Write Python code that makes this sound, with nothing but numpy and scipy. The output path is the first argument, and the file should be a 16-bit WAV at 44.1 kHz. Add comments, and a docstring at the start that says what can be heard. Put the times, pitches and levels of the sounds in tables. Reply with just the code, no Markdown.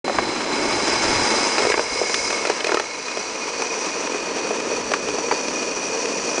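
"""Ride down a roller slide

A rider coasts down a long outdoor slide, microphone in hand. Hundreds of spinning tube rollers ring
and rattle on their axles, the trough rumbles under them and wind buffets the microphone. Uneven
rollers knock against the rider, singly and in quick rows; one knock sets off a metallic ping.
About halfway down, a run of higher-pitched rollers takes over."""
import sys
import numpy as np
from scipy import signal
from scipy.fft import rfft, irfft, next_fast_len
from scipy.io import wavfile
from scipy.ndimage import uniform_filter1d

SR = 44100
rng = np.random.default_rng(int(sys.argv[2]) if len(sys.argv) > 2 else 0)


def put_to_file(sound):
    """Save the sound as 16-bit audio at rate SR, in the file named by the first command-line argument."""
    columns = np.atleast_2d(sound).T  # one column per channel
    safe = np.clip(columns, -1, 1)
    whole_steps = np.round(safe * 32767)
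    wavfile.write(sys.argv[1], SR, whole_steps.astype(np.int16))


N = 282240
TIME_S = np.arange(N) / SR
TOP_END_S, TOP_BLEND_S = 1.506, 0.067  # rider leaves the slide's top section


def from_db(db):
    """Decibels to gain."""
    return 10 ** (np.asarray(db) / 20)


def unit_rms(x):
    """Scale to rms 1."""
    return x / np.sqrt(np.mean(x ** 2) + 1e-20)


def gains(rows):
    """One per-sample gain for each dB column of a time curve."""
    t_s, *columns = np.transpose(rows)
    return [from_db(np.interp(TIME_S, t_s, db)) for db in columns]


def passed(at_s, blend_s):
    """Smooth 0-1 step from one part of the slide to the next."""
    return .5 + .5 * np.tanh((TIME_S - at_s) / (2 * blend_s))


def drift(rate_hz):
    """Slow random wander, rms about 1."""
    hop, settle = 40, 2000
    r = np.exp(-2 * np.pi * hop * rate_hz / SR)
    noise = rng.standard_normal(N // hop + settle + 2)
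    slow = signal.lfilter([1], [1, -2 * r, r * r], noise)[settle:]
    return np.interp(np.arange(N) / hop, np.arange(len(slow)), unit_rms(slow))


def colour(x, spectrum):
    """Minimum-phase filter along (f/Hz, level/dB) points; output rms 1."""
    size = 2 * next_fast_len(N // 2 + SR // 10)
    hz, db = np.transpose(spectrum)
    grid_hz = np.maximum(np.fft.rfftfreq(size, 1 / SR), 1)
    magnitude = from_db(np.interp(np.log(grid_hz), np.log(hz), db))
    cepstrum = irfft(np.log(magnitude))
    response = np.exp(rfft(2 * cepstrum[:size // 2], size))
    return unit_rms(irfft(rfft(x, size) * response)[:N])


def resonate(x, hz, width_hz, peak_db):
    """Two-pole resonance."""
    r = np.exp(-np.pi * width_hz / SR)
    feedback = [1, -2 * r * np.cos(2 * np.pi * hz / SR), r * r]
    return from_db(peak_db) * (1 - r * r) / 2 * signal.lfilter([1, 0, -1], feedback, x)


def contacts(per_s, spread_db):
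    """Tiny impacts of random time, strength and sign."""
    sizes = from_db(spread_db * np.minimum(rng.exponential(1, N), 4))
    return (rng.random(N) < per_s / SR) * sizes * rng.choice([-1, 1], N) + 1e-18


def tubes(modes, first_db, second_db, whirr_db):
    """Rattling tubes: two clear low modes and a whirr of high ones, all growing with spin."""
    # spin, as whirr level: t/s, level/dB
    spin_curve = [(0.06, -37.5), (0.11, -35), (0.23, -32), (0.48, -31.5), (0.73, -27.5), (1.42, -24),
                  (1.72, -28.5), (1.95, -29), (2.11, -27), (2.25, -26.5), (2.48, -32.5), (2.92, -35),
                  (3.5, -36), (3.63, -33.5), (3.89, -33.5), (4.32, -36.5), (4.92, -35), (6.4, -31.5)]
    spin = gains(spin_curve)[0] / from_db(-32)  # 1 at the usual spin
    rings = []
    for hz, width_hz, db in modes:
        ring = resonate(contacts(per_s=6000, spread_db=4.0), hz, width_hz, db)
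        rings.append(resonate(ring, hz, 7 * width_hz, 0))  # little radiation between modes
    below_top = passed(TOP_END_S, TOP_BLEND_S)
    first = from_db(first_db + 2.5 * below_top) * spin ** 0.53 * unit_rms(rings[0])
    second = from_db(second_db - 3 * below_top) * spin ** 0.15 * unit_rms(rings[1])
    whirr = from_db(whirr_db) * spin * unit_rms(sum(rings[2:]))
    return first + second + whirr


def rollers():
    """The rider crosses from the upper run of tubes to the higher-pitched lower run."""
    # tube modes of each run: f/Hz, width/Hz, level/dB
    upper_modes = [(2188, 56, 0), (4052, 46, 0), (4892, 80, 4), (5040, 170, -1), (5250, 170, -1),
                   (5560, 220, -5.5), (6030, 200, -9.5), (6205, 127, -1), (7070, 140, -4.5),
                   (8055, 140, -10), (8720, 150, -12), (9330, 150, -14)]
    lower_modes = [(2471, 54, 0), (4500, 130, 1.5), (4930, 980, -7.5), (5130, 220, 0.5), (5854, 250, 9),
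                   (5960, 41, -7), (6650, 170, 1), (6800, 440, -15), (7660, 70, -3), (9020, 690, -15)]
    upper = tubes(upper_modes, first_db=-36.0, second_db=-35.5, whirr_db=-32.5)
    lower = tubes(lower_modes, first_db=-37.5, second_db=-37.0, whirr_db=-30.0)
    crossed = passed(at_s=2.89, blend_s=0.43)
    return np.sqrt(1 - crossed) * upper + np.sqrt(crossed) * lower


def shaken(top_spectrum, spectrum, per_s, spread_db):
    """Dense impacts through a body whose spectrum changes below the top section."""
    below_top = passed(TOP_END_S, TOP_BLEND_S)
    top = colour(contacts(per_s, spread_db), top_spectrum)
    rest = colour(contacts(per_s, spread_db), spectrum)
    return np.sqrt(1 - below_top) * top + np.sqrt(below_top) * rest


def trough_and_axles():
    """Loose axles clatter in their bearings and shake the trough; both ring lower on the top section."""
    # relative levels along the ride: t/s, rumble/dB, clatter/dB
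    ride = [(0.06, -26.5, -32.5), (0.11, -28.5, -30), (0.25, -27.5, -27.5), (1.06, -27, -24),
            (1.38, -28.5, -24), (1.65, -32, -26.5), (1.84, -32, -31), (2.67, -33, -30),
            (2.92, -37.5, -34.5), (4.03, -30, -31.5), (4.74, -28.5, -32), (5.66, -29.5, -32.5),
            (6.4, -28.5, -32.5)]
    # body spectra: f/Hz, level/dB
    top_trough = [(60, -43.5), (150, -14.5), (190, -7), (235, 0.5), (290, 0.5), (360, 3), (450, -3.5),
                  (610, -8), (740, -19), (1500, -35.5)]
    trough = [(60, -55), (130, -22.5), (180, -12), (245, -3.5), (300, -2.5), (370, -3), (460, 3), (540, -3),
              (680, -9.5), (900, -27), (1500, -38.5)]
    axles = [(220, -23), (420, -2), (590, 1), (690, -0.5), (790, -1), (880, 2), (985, 5.5), (1120, -1.5),
             (1250, 1), (1400, -3.5), (1700, -3.5), (2100, -5.5), (2700, -4.5), (3200, -10), (3900, -11.5),
             (6200, -15.5), (8300, -18), (10500, -44)]
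    top_axles = [(0.925 * hz, db) for hz, db in axles]
    rumble_gain, clatter_gain = gains(ride)
    rumble = from_db(0.5) * rumble_gain * shaken(top_trough, trough, per_s=1100, spread_db=2.5)
    clatter = from_db(2.0) * clatter_gain * shaken(top_axles, axles, per_s=4500, spread_db=1.5)
    return rumble + clatter


def wind():
    """The rider's own motion drives lumpy low buffeting on the microphone."""
    # relative wind strength: t/s, level/dB
    strength = [(0.06, -60), (0.18, -42), (0.39, -50), (0.5, -42.5), (1.0, -44), (1.08, -29), (1.56, -57),
                (1.67, -46.5), (2.96, -60.5), (5.09, -54), (5.8, -61), (6.4, -55)]
    # buffeting spectrum: f/Hz, level/dB
    air = [(15, -6), (30, -3), (60, 1.5), (95, 0.5), (128, 4), (165, -5.5), (300, -35.5)]
    gusts = rng.standard_normal(N) * from_db(-3.5 * drift(rate_hz=5.8))
    return from_db(1.0) * gains(strength)[0] * colour(gusts, air)


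def strike(modes, pitch, chatter, band_hz):
    """A hit with brief chatter rings a body; pitch scales modes and band. Rms 1 over the first 20 ms."""
    contact_s = .009
    t_s = TIME_S[:SR // 8]
    force = chatter * rng.standard_normal(len(t_s)) * np.maximum(1 - t_s / contact_s, 0)
    force[0] -= 1
    edges_hz = np.minimum(pitch * np.array(band_hz), SR / 3)
    force = signal.sosfilt(signal.butter(2, edges_hz, "band", fs=SR, output="sos"), force)
    ring = sum(resonate(force, hz * pitch, width_hz, db) for hz, width_hz, db in modes)
    return ring / np.sqrt(np.mean(ring[:SR // 50] ** 2))


def knocks():
    """Uneven rollers hit the rider: the hollow trough thuds, the roller clacks, its axle cracks."""
    # knocks: t/s, thud/dB, clack/dB, crack/dB, clack pitch ratio
    hits = [(.080, -29, -22, -44, 0.8), (.097, -38, -21, -44, 0.71), (.186, -25, -14.5, -35, 0.87),
            (1.581, -22, -22, -24, 0.91), (1.591, -24.5, -29, -32, 1), (1.603, -21, -38, -36, 1),
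            (1.621, -23, -38, -32, 1), (1.651, -18.5, -27, -37, 1), (1.669, -18.5, -31, -31.5, 0.84),
            (1.700, -20, -31, -27, 1.4), (1.719, -41, -21.5, -31, 1.75), (1.741, -19.5, -20.5, -37, 1.2),
            (1.776, -20.5, -21, -30, 0.96), (1.794, -17.5, -24, -32, 0.88), (2.015, -19, -41, -39, 1.2),
            (2.035, -23.5, -42, -39, 0.53), (2.096, -27.5, -31, -31, 1.15), (2.143, -29, -25.5, -20, 1.4),
            (2.303, -28, -29, -27.5, 0.99), (2.327, -26, -27.5, -31, 1.2), (2.452, -25.5, -32.5, -28, 1.7),
            (2.471, -25.5, -34, -30, 0.87), (2.499, -17.5, -28, -25.5, 1.1), (2.606, -38, -28, -34, 2.3),
            (2.644, -24, -34, -23.5, 0.83), (2.669, -23, -40, -25.5, 1), (2.6925, -23, -25, -37, 1.17),
            (2.719, -18.5, -19.5, -30, 1.06), (2.744, -16, -18.5, -24.5, 0.9),
            (2.771, -21, -20.5, -32, 1.38), (2.798, -23.5, -20.5, -26.5, 1), (3.082, -35, -33, -32, 1.4),
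            (3.172, -25.5, -38, -34, 0.94), (3.620, -29, -25.5, -27, 1.04), (4.073, -37, -29, -37, 1.1),
            (4.146, -24.5, -41, -34, 1), (4.507, -22.5, -40, -41, 1.15), (4.600, -30, -36, -32, 1.1),
            (4.716, -24, -41, -44, 1), (4.917, -28, -24.5, -29, 0.75), (4.9368, -33, -19, -23.5, 1.23),
            (5.086, -31, -35, -32, 0.95), (5.185, -23, -31, -35, 0.69), (5.312, -29, -17.5, -31, 1.04),
            (5.323, -21, -23.5, -36, 0.96), (5.482, -32, -33, -29, 1), (5.628, -33, -36, -34, 1.3),
            (6.056, -49, -41, -29, 1.15), (6.380, -22.5, -38, -32, 0.82)]
    # modes before pitch scaling: f/Hz, width/Hz, level/dB
    trough_modes = [(358, 30, 0), (388, 26, 7), (429, 22, 13), (472, 24, 8), (445, 150, 1), (590, 30, 5),
                    (628, 34, 0)]
    roller_modes = [(820, 85, 4), (930, 85, 5), (1130, 130, -1), (1330, 150, -1), (1600, 220, -10)]
    axle_modes = [(1880, 340, 3), (2140, 84, 0), (2582, 140, 13.5), (3320, 1200, -0.5), (4480, 390, -1),
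                  (5320, 690, 0.5), (7500, 2000, -22)]
    out = np.zeros(N + SR)
    for at_s, thud_db, clack_db, crack_db, pitch in hits:
        thud = from_db(thud_db) * strike(trough_modes, pitch=0.98, chatter=0.051, band_hz=(350, 1200))
        clack = from_db(clack_db) * strike(roller_modes, pitch, chatter=0.089, band_hz=(590, 2350))
        crack = from_db(crack_db) * strike(axle_modes, pitch=0.96, chatter=0.25, band_hz=(1180, 7800))
        start = int(at_s * SR)
        out[start:start + len(thud)] += thud + clack + crack
    return out[:N]


def ping():
    """A small metal part rings on after one heavy knock."""
    at_s, hz, level_db, t60_s = 5.314, 4621, -24.5, 0.2
    age_s = np.maximum(TIME_S - at_s, 0)
    return from_db(level_db - 60 * age_s / t60_s) * np.sin(2 * np.pi * hz * age_s)


def gain_control(x):
    """Loud knocks turn the gain down; it creeps back afterwards."""
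    threshold_db, slope, attack_s, recover_db_per_s = -14, 0.53, 0.027, 4.5
    power = uniform_filter1d(x[0] ** 2, size=220)
    excess_db = np.maximum(10 * np.log10(np.maximum(power, 1e-12)) - threshold_db, 0)
    ramp_db = recover_db_per_s * TIME_S
    cut_db = np.maximum.accumulate(slope * excess_db + ramp_db) - ramp_db
    r = np.exp(-1 / (attack_s * SR))
    return x * from_db(-signal.lfilter([1 - r], [1, -r], cut_db))


def scene():
    """The rider's bouncing weight jolts rollers, axles and trough together; mono on two channels."""
    bounce = drift(rate_hz=28)
    ringing = from_db(0.96 * bounce) * rollers()
    rattling = from_db(0.94 * bounce) * trough_and_axles()
    return np.tile(ringing + rattling + wind() + knocks() + ping(), (2, 1))


def record(dry):
    """Gain control, quick fade-in, asymmetric soft clip, steep low-pass."""
    start_s, cutoff_hz = .043, 10050
    x = gain_control(dry) * np.clip((TIME_S - start_s) * SR / 100, 0, 1)
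    ceiling = np.where(x > 0, .47, .75)
    x = x / (1 + (x / ceiling) ** 4) ** (1 / 4)
    return signal.sosfilt(signal.ellip(12, .2, 80, cutoff_hz, fs=SR, output="sos"), x)


dry = scene()
out = record(dry)
put_to_file(out)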